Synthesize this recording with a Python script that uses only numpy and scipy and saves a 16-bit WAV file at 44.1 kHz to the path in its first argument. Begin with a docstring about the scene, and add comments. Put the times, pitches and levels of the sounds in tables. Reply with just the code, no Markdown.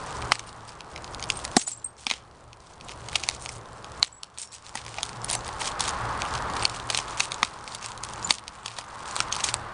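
"""Bare feet on broken glass

Slow steps cross a bed of glass, close by, outdoors at night. Shards snap by brittle fracture, splinters
grind under the sole, loose pieces clink in their free modes, and heavy breaks knock on the ground.
Behind lies a soft hush of torch flames and far traffic. A gain control ducks it all after loud snaps."""
import sys
import numpy as np
from scipy import signal
from scipy.fft import rfft, irfft
from scipy.io import wavfile
from scipy.ndimage import uniform_filter1d, minimum_filter1d

SR = 44100
rng = np.random.default_rng(int(sys.argv[2]) if len(sys.argv) > 2 else 0)


def dump(signal):
    """Clip the signal to [-1, 1] and save it as 16-bit WAV at the path in sys.argv[1]."""
    limited = np.clip(np.atleast_2d(signal).T, -1, 1)
    pcm = np.round(limited * 32767).astype(np.int16)
    wavfile.write(sys.argv[1], SR, pcm)


N = 429093
TIME = np.arange(N) / SR

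# Breaking shards. Each row: start in seconds, nominal fracture length in ms, level over 5 ms in dB,
# body against that level in dB, brightness in dB.
FRACTURES = [(0.2226, 1.5, -29.5, -4, -10), (0.3192, 2.7, -4.5, -4.5, -5), (0.3936, 1.1, -16.0, -8, -1),
             (0.8059, 1.3, -22.5, -9, -4), (0.96, 1.2, -21.5, -23.5, -8), (0.977, 0.8, -28.0, -20.5, -6),
             (1.0432, 1.8, -25, -18, -2), (1.1466, 0.4, -24, -19, 0.5), (1.196, 0.5, -29, -17, -5),
             (1.2257, 1.1, -21.5, -16, -3), (1.239, 0.9, -21.5, -21, -2), (1.3013, 0.81, -11.5, -15, -2.5),
             (1.4494, 2.3, -18.5, -11, 4.5), (1.5658, 5.1, 2.0, -4.5, 4), (1.6752, 3.1, -12, -3, 11),
             (2.0669, 0.8, 0.0, -10, -7), (2.0999, 1.6, -3.5, -14, -6), (2.1115, 0.59, 1, -8, -9),
             (2.5302, 1.3, -25.5, -9, -4.5), (2.8102, 1.1, -26.5, -15, -5), (2.8855, 0.65, -27, -16, 0),
             (2.8927, 0.8, -23.5, -12, -7), (3.0859, 1.38, -24, -6, 0), (3.1549, 4.3, -7.5, -10, -3.5),
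             (3.2363, 0.42, -15.5, -14, -6.5), (3.2883, 0.43, -5, -13.5, -0.5),
             (3.4596, 0.9, -18, -6.5, -6), (3.4908, 0.84, -18.5, -14, -3), (3.844, 0.8, -27.5, -2.5, -3),
             (4.0279, 1.63, 0.5, -7.5, -1.5), (4.2325, 0.98, -7.5, -12.5, -0.5), (4.3751, 1, -18.5, -8, -2),
             (4.7533, 2.26, -12.5, 2, 8), (4.8633, 1.8, -22.0, -7, -1), (4.9829, 3.2, -16.5, -0.5, -11),
             (5.0309, 0.66, -11, -9, 0.5), (5.245, 0.99, -23.5, -13, 4), (5.299, 0.57, -20, -5, 10),
             (5.3118, 0.67, -21, -3, 7), (5.329, 5.4, -19.5, -3, 5), (5.3506, 2, -15.5, -8, 11),
             (5.4886, 2.1, -29.0, 4, -1), (5.6153, 4.1, -20, -1, -7), (5.6562, 1.42, -23.5, -9.5, 1),
             (5.6742, 1.92, -20.5, -12, -1), (5.8056, 2.06, -14.5, -9, 4), (5.8764, 5.6, -21.0, -2.5, 4),
             (6.2196, 0.46, -22, -5, -4), (6.3513, 2.5, -26.5, -17, -3), (6.565, 3.7, -26.5, 1.5, -1),
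             (6.6527, 0.23, -11.5, -14, -4.5), (6.6962, 1.3, -22.5, -10, 3), (6.9003, 2.7, -11.5, -6, 1),
             (6.9463, 1.2, -12, -9.5, -5), (6.974, 1.3, -12, -21, 2.5), (6.987, 1.53, -16, -5.5, -6),
             (7.2026, 3.3, -8.0, -6, -3.5), (7.319, 0.74, -14.5, -9, 1), (7.3431, 0.34, -21.5, -21, 5),
             (7.43, 1.5, -7.0, 3, -3.5), (7.448, 1.2, -16, -14, 2), (7.677, 0.46, -18.5, -10, -3.5),
             (7.7473, 3.3, -16, -6, 4.5), (7.8264, 1.12, -22.5, -14, -0.5), (7.843, 1.65, -20, -6, -2),
             (7.861, 0.4, -16, -21, 8), (7.976, 1.2, -23.5, -13, 4), (8.0356, 1.2, -15, -11, 6.5),
             (8.049, 0.63, -22, -20, 6), (8.135, 1.1, -25.5, -9.5, 4), (8.3056, 4.65, -3.5, -6, -2.5),
             (8.3833, 1.53, -18, -18.5, -2), (8.479, 1.66, -13.5, -18, 0), (8.6591, 2.03, -10, -5.5, 1.5),
             (8.68, 1.58, -15, -9, -2), (8.7848, 3.5, -11.5, -0.5, 1), (9.164, 0.78, -12.5, -3, 7),
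             (9.203, 1.37, -7, -27, -1.5), (9.325, 0.54, -12.5, -23, -0.5), (9.364, 0.91, -18.5, -3, 3),
             (9.4032, 2.8, -18, -10, -3), (9.4394, 4.85, -9.5, -9, 3), (9.4801, 0.91, -24, 2, 2),
             (9.5408, 0.65, -8, -9, 7)]
# Spectrum of crushed glass. Each row: frequency in Hz, relative level in dB.
SPLINTER_SPECTRUM = [(400, -10), (800, -24), (1500, -9), (2300, 2), (4500, 2), (6000, 0.5), (9500, -1.5),
                     (11000, -53.5)]


def from_db(db):
    """Amplitude grows tenfold every 20 dB."""
    return 10 ** (np.asarray(db) / 20)


def rms_one(x):
    """Normalisation to unit rms."""
    return x / np.sqrt(np.mean(x ** 2) + 1e-20)


def in_time(rows):
    """Linear interpolation of (seconds, value) rows at every sample."""
    return np.interp(TIME, *np.transpose(rows))


def decay(t, t60):
    """Exponential damping: 60 dB in t60 seconds."""
    return np.exp(-np.log(1000) * t / t60)


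def band(x, low_hz, high_hz, order=2):
    """Causal band-pass filtering."""
    sos = signal.butter(order, [low_hz, high_hz], "band", fs=SR, output="sos")
    return signal.sosfilt(sos, x + 1e-18)


def coloured_noise(spectrum):
    """Spectral shaping of white noise by (Hz, dB) rows, at unit rms."""
    hz, db = np.transpose(spectrum)
    bins = np.maximum(np.fft.rfftfreq(N, 1 / SR), 1)
    gain = from_db(np.interp(np.log(bins), np.log(hz), db))
    return rms_one(irfft(rfft(rng.standard_normal(N)) * gain, N))


def drift(per_s):
    """Random modulation of unit rms, with per_s new values a second."""
    knots = rng.standard_normal(4096)
    return rms_one(np.interp(TIME * per_s, np.arange(len(knots)), knots))


def add(out, s, sound):
    """Superposition of a short sound, starting at s seconds."""
    start = max(round(s * SR), 0)
    part = out[start:start + len(sound)]
    part += sound[:len(part)]


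def snaps(warning_db=-19, settle_db=-16):
    """Brittle fracture releases strain in a broadband burst that each shard colours differently."""
    # Bands of a snap, from body to edge. Each row: lower and upper limit in Hz.
    snap_bands = [(720, 1450), (2100, 3300), (3300, 6300), (6500, 10500)]
    starts, length_ms, level_db, body_db, bright_db = np.transpose(FRACTURES)[:, :, None]
    out, t = np.zeros(N), TIME[:1024]
    decay_s = .78 * np.maximum(length_ms / 1000, .0004)
    # a clean break starts at once, a crumbling one builds up
    envelope = (1 - np.exp(-t / (.51 * decay_s))) * np.exp(-t / decay_s)
    # brightness tips the three upper bands about the middle one
    upper = from_db([-bright_db, np.full_like(bright_db, 6), bright_db])
    shares = [from_db(body_db), *(upper / np.linalg.norm(upper, axis=0))]
    bursts = rng.standard_normal((len(starts), 2, len(t)))
    cracks = 0
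    for k, (low, high) in enumerate(snap_bands):
        part = band(bursts[:, k % 2] * envelope, low, high, order=2 if k == 0 else 3)
        rms_5ms = np.sqrt(np.sum(part ** 2, axis=1, keepdims=True) / (.005 * SR))
        cracks = cracks + part / rms_5ms * shares[k] * from_db(level_db)
    # the shard ticks just before it gives way, and its halves settle just after
    gaps_s = rng.uniform(.0022, .011, (len(starts), 2))
    for s, crack, (before, after) in zip(starts[:, 0], cracks, gaps_s):
        add(out, s - before, from_db(warning_db) * crack / max(1, np.abs(crack).max()))
        add(out, s, crack)
        add(out, s + after, from_db(settle_db) * crack)
    return out


def pinned_shards(t60=.013, rise_s=.00032, gain_db=7):
    """Contact damping: skin stops the ring of a big snapping shard almost at once."""
    # Modes under the sole. Each row: start in seconds, frequency in Hz, relative level in dB.
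    pinned_modes = [(0.3195, 2040, -4), (0.32, 1220, -3.5), (1.3015, 2700, -11.5), (2.0684, 2530, -6),
                    (2.112, 3850, 1), (3.1549, 2931, -6), (4.0283, 4857, 1.5), (4.0282, 4072, 6),
                    (6.653, 4370, -4.5), (6.9486, 4150, -11), (7.2033, 2515, -5.5), (7.4295, 1235, 0.5),
                    (7.43, 3723, -3.5), (8.307, 3540, -1), (8.308, 4521, 0.5), (9.2045, 1347, -5.5),
                    (9.327, 6425, -8.5), (9.4413, 6500, -2.5)]
    out, t = np.zeros(N), TIME[:2048]
    envelope = (1 - np.exp(-t / rise_s)) * decay(t, t60)
    for s, hz, db in pinned_modes:
        add(out, s, from_db(db + gain_db) * np.sin(2 * np.pi * hz * t) * envelope)
    return out


def weight_on_glass(sway_db=1.6, crumbs_db=-27, crumbs_t60=.3, attack_s=.006, release_s=.022):
    """Incoherent powers add: stance, crumbs and presses set the grinding's level and brightness in dB."""
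    # Grinding under the standing foot. Each row: time in seconds, level in dB.
    stance = [(0, -42), (0.7, -43), (1.1, -43), (1.55, -42), (1.78, -34), (1.92, -44), (2.3, -47),
              (3.0, -42), (3.8, -44.5), (4.3, -41.5), (4.8, -36), (5.2, -39.5), (6.1, -44), (7.1, -39.5),
              (7.6, -37), (9.1, -38), (9.73, -47)]
    # The foot bears down. Each row: start and length in seconds, relative level and brightness in dB.
    presses = [(0.32, 0.014, -17, -5), (0.46, 0.022, -32, -9), (0.67, 0.027, -30, -6),
               (1.26, 0.2, -36, -0.5), (1.57, 0.042, -15, 6), (1.659, 0.056, -19, 11),
               (1.97, 0.078, -28, 2), (2.06, 0.083, -18, -12), (2.593, 0.17, -41, -1.5),
               (2.871, 0.046, -33, -6), (3.1, 0.25, -32, -5.5), (3.39, 0.17, -34, 4),
               (4.03, 0.012, -13, -5), (4.375, 0.054, -14, 9), (4.515, 0.038, -19, 1.5),
               (4.63, 0.073, -27, -2.5), (4.747, 0.034, -22, -10), (4.86, 0.23, -31, -4),
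               (5.28, 0.061, -23, -3.5), (5.43, 0.057, -33, -4), (5.59, 0.1, -26.5, -2),
               (5.785, 0.11, -27.5, -4), (6.19, 0.19, -38.5, -6.5), (6.59, 0.066, -31, -9),
               (6.73, 0.06, -30, -4.5), (6.9, 0.098, -26, -3), (7.06, 0.085, -33, -5.5),
               (7.17, 0.076, -23, -3), (7.43, 0.025, -23, -6), (7.69, 0.079, -30, -5), (7.8, 0.12, -29, -6),
               (8.039, 0.079, -39, 4), (8.22, 0.085, -33.5, 2), (8.29, 0.047, -15.5, -1.5),
               (8.64, 0.18, -27, -6), (9.05, 0.16, -28, -4), (9.31, 0.096, -25, -5.5),
               (9.43, 0.062, -19, -2)]
    t = TIME[:SR // 2]
    power = from_db(in_time(stance) + sway_db * drift(13)) ** 2
    for s, _, db, _, _ in FRACTURES:   # grit trickles on after each snap
        add(power, s, from_db(db + crumbs_db - 60 * t / crumbs_t60) ** 2)
    weighted_brightness = -3 * power   # the grinding's steady tone under the standing foot
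    for s, length, db, bright_db in presses:
        envelope = (1 - np.exp(-t / attack_s)) * np.exp(-np.maximum(t - length, 0) / release_s)
        press = (from_db(db - 1) * envelope) ** 2
        add(power, s, press)
        add(weighted_brightness, s, press * bright_db)
    return 10 * np.log10(power), weighted_brightness / power


def splinters(level_db, bright_db, mean_t60=.003):
    """Tiny fractures form a Poisson process that quickens with load; each rings in six damped modes."""
    per_s = 260 * from_db(.8 * (level_db + 40))
    onsets = np.flatnonzero(rng.random(N) < np.minimum(per_s / SR, .1))
    size = from_db(5 * np.minimum(rng.exponential(1, (len(onsets), 1)), 5))
    pitch, ring, share = rng.random((len(onsets), 3, 6)).transpose(1, 0, 2)
    hz = 400 + 10400 * (pitch + np.arange(6)) / 6
    t60 = mean_t60 * (.5 + ring)
    colour_db = np.interp(hz, *np.transpose(SPLINTER_SPECTRUM))
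    tilt_db = .95 * bright_db[onsets, None] * np.clip(np.log2(hz / 4500), -1, 1)
    phasors = size * from_db(colour_db + tilt_db) * (2 * share - 1) + 0j
    turn = np.exp((2j * np.pi * hz - np.log(1000) / t60) / SR)   # rotation and decay per sample
    out = np.zeros(N + 256)
    for lag in range(256):
        out[onsets + lag] += phasors.imag.sum(axis=1)
        phasors = phasors * turn
    return out[:N]


def grinding(neutral_db=-4, smoothing_s=.0556, split_hz=6000):
    """Crushing and friction: under the sole, splinters tick and grit rubs."""
    level_db, bright_db = weight_on_glass()
    bright_db = bright_db - neutral_db
    ticks = splinters(level_db, bright_db)
    # the weight on the foot sets the power, however the grains happen to fall
    power = np.abs(uniform_filter1d(ticks ** 2, int(smoothing_s * SR)))
    ticks = ticks / np.sqrt(power + .003 * np.mean(power))
    grit = coloured_noise(SPLINTER_SPECTRUM)
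    fine = signal.sosfiltfilt(signal.butter(2, split_hz, "high", fs=SR, output="sos"), grit)
    rub = fine * from_db(.5 * bright_db) + (grit - fine) * from_db(-.25 * bright_db)
    roughness = from_db(-6 + 3.5 * drift(120))
    return from_db(level_db) * (from_db(-1) * ticks + rub * roughness)


def clinks(split_hz=45, twin_db=-6, gain_db=-2, rise_s=.0004, rocking_db=3):
    """Two close modes of a free shard beat; the ring wavers as the shard rocks on the heap."""
    # Ringing shards: mostly loose ones, plus near 5.3 s a few brief, high rings of shards held fast. Each row:
    # start in seconds, frequency in Hz, relative level in dB, T60 in seconds.
    ringing_shards = [(0.346, 7780, -33, .12), (0.47, 9030, -32, 0.18), (1.337, 8240, -34, 0.2),
                      (1.369, 8600, -24, 0.081), (1.574, 7637, -1, 0.11), (1.576, 6580, -11, 0.14),
                      (1.621, 6600, -13, 0.089), (1.633, 8070, -17.5, 0.15), (1.666, 7034, -6, 0.079),
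                      (1.678, 7900, -2, 0.055), (1.69, 8500, -17, 0.13), (1.717, 7637, -12, 0.18),
                      (1.775, 8400, -13, 0.027), (1.79, 7200, -26.5, 0.12), (1.8435, 8410, -4, 0.13),
                      (1.845, 7600, -17, 0.072), (3.42, 9050, -29, 0.077), (4.07, 7700, -24, 0.08),
                      (4.126, 7780, -15.5, 0.11), (4.165, 7800, -23, 0.15), (4.422, 5520, -23, 0.43),
                      (4.42, 7120, -18, 0.16), (4.53, 8000, -20, 0.14), (5.244, 9380, -13, 0.014),
                      (5.311, 9500, -8, 0.013), (5.328, 9140, -8, 0.021), (5.329, 7550, -23.5, 0.14),
                      (5.36, 6100, -26, 0.091), (6.629, 8670, -29, 0.15), (7.235, 8610, -27, 0.082),
                      (8.245, 7070, -15, 0.071)]
    out, t = np.zeros(N), TIME[:SR // 2]
    beats_hz = split_hz * rng.uniform(.5, 1.1, len(ringing_shards))
    for (s, hz, db, t60), beat_hz in zip(ringing_shards, beats_hz):
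        pair = np.sin(2 * np.pi * hz * t) + from_db(twin_db) * np.sin(2 * np.pi * (hz + beat_hz) * t)
        envelope = (1 - np.exp(-t / rise_s)) * decay(t, t60)
        add(out, s, from_db(db + gain_db) * pair * envelope)
    return out * from_db(rocking_db * drift(180))


def knocks(rise_s=.0024):
    """The impact of a heavy break excites low, strongly damped modes of the ground."""
    # Big pieces giving way. Each row: start in seconds, relative level in dB.
    impacts = [(0.3186, -15), (1.5675, 20), (2.068, -2), (2.112, -4.5), (4.754, -9.5), (7.4302, -4.5),
               (8.305, -8)]
    # Ground resonances. Each row: frequency in Hz, relative level in dB, T60 in seconds.
    ground_modes = [(245, 0, .024), (340, -6, .02), (730, 0, .02), (1100, -3, .014)]
    out, t = np.zeros(N), TIME[:4096]
    thud = sum(from_db(db) * np.sin(2 * np.pi * hz * t) * decay(t, t60) for hz, db, t60 in ground_modes)
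    for s, db in impacts:
        add(out, s, from_db(db) * thud * (1 - np.exp(-t / rise_s)))
    return band(out, 150, 5800)


def reflections(x, near_db=-14, near_t60=.011, far_db=-26, far_t60=.35):
    """Quick scattering off the glass bed and legs precedes faint, duller reverberation from around."""
    t = TIME[:SR // 2]
    near, far = rng.standard_normal((2, len(t))) * (1 - np.exp(-(t / .00022) ** 2))
    near = band(near, 130, 11000, order=1) * decay(t, near_t60)
    far = band(far, 200, 7000, order=1) * decay(t, far_t60)
    response = from_db(near_db) * near / np.linalg.norm(near) + from_db(far_db) * far / np.linalg.norm(far)
    return signal.fftconvolve(x, response)[:N]


def flames_and_traffic(roar_db=-34.5, flutter_db=.77, hum_hz=209):
    """Broadband noise makes a roar and a hiss, narrowband noise an engine drone; a faint hum enters late."""
    # The low roar and the soft hiss. 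Each row: frequency in Hz, relative level in dB.
    roar_spectrum = [(20, -7.5), (32, -3), (45, 1), (75, 3.5), (95, -6.5), (150, -2), (230, -8),
                     (450, -5.5), (750, -6), (1300, -25), (3000, -33)]
    hiss_spectrum = [(300, -18.5), (650, -10.5), (820, -1.5), (1080, 1), (1320, -3), (1700, -9.5),
                     (2400, -19), (4500, -24.5), (10000, -50.5)]
    # Swell of the hiss. Each row: time in seconds, level in dB.
    hiss_levels = [(0, -31), (2.4, -36), (3.7, -35.5), (4.4, -31), (5.3, -32), (5.9, -27.5), (6.9, -29.5),
                   (7.7, -28), (8.4, -28.5), (9.3, -24.5), (9.73, -27.5)]
    # A far engine. Each row: centre and bandwidth in Hz, level against the roar in dB.
    engine_bands = [(114.8, 10.2, -5), (72.2, 12, -14.5)]
    drone = sum(from_db(db) * rms_one(band(rng.standard_normal(N), hz - width / 2, hz + width / 2))
                for hz, width, db in engine_bands)
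    roar = (coloured_noise(roar_spectrum) + drone) * from_db(roar_db + flutter_db * drift(14))
    hiss = coloured_noise(hiss_spectrum) * from_db(in_time(hiss_levels))
    hum_db = np.interp(TIME, [7.2, 7.8, 9.73], [-68, -44, -43])
    hum = from_db(hum_db) * np.sin(2 * np.pi * np.cumsum(hum_hz + drift(8.6)) / SR)
    return roar + hiss + hum


def gain_control(x, threshold_db=-18, attack_s=.00053, hold_s=.53, release_s=.69, start_cut_db=7.5):
    """Dynamic compression: loud treble pulls the gain down at once; it holds, then creeps back."""
    treble = signal.sosfilt(signal.butter(1, 1500, "high", fs=SR, output="sos"), x)
    window, hold = int(.005 * SR), int(hold_s * SR)
    power = uniform_filter1d(treble ** 2, window, origin=(window - 1) // 2)
    over_db = np.maximum(10 * np.log10(np.abs(power) + 1e-12) - threshold_db, 0)
    held_db = -minimum_filter1d(-over_db, hold, origin=(hold - 1) // 2, mode="constant")
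    release = np.exp(-TIME / release_s)
    cut_db = release * np.maximum.accumulate(np.maximum(held_db / release, start_cut_db))
    pole = np.exp(-1 / (attack_s * SR))
    return x * from_db(-signal.lfilter([1 - pole], [1, -pole], cut_db))


def scene():
    """Superposition of the glass underfoot, the echo of its snaps and the night behind, in mono."""
    breaks = snaps()
    glass = breaks + reflections(breaks) + pinned_shards() + grinding() + clinks()
    return (glass + knocks() + flames_and_traffic())[None]


def record(dry, ceiling=.72, cutoff_hz=10250):
    """Compression ducks the mix, soft saturation rounds its peaks and a low-pass cuts the top."""
    ducked = gain_control(dry[0])[None]
    rounded = ducked / (1 + (ducked / ceiling) ** 4) ** .25
    low_pass = signal.cheby1(10, .3, cutoff_hz, fs=SR, output="sos")
    return signal.sosfilt(low_pass, rounded)


dry = scene()
out = record(dry)
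dump(out)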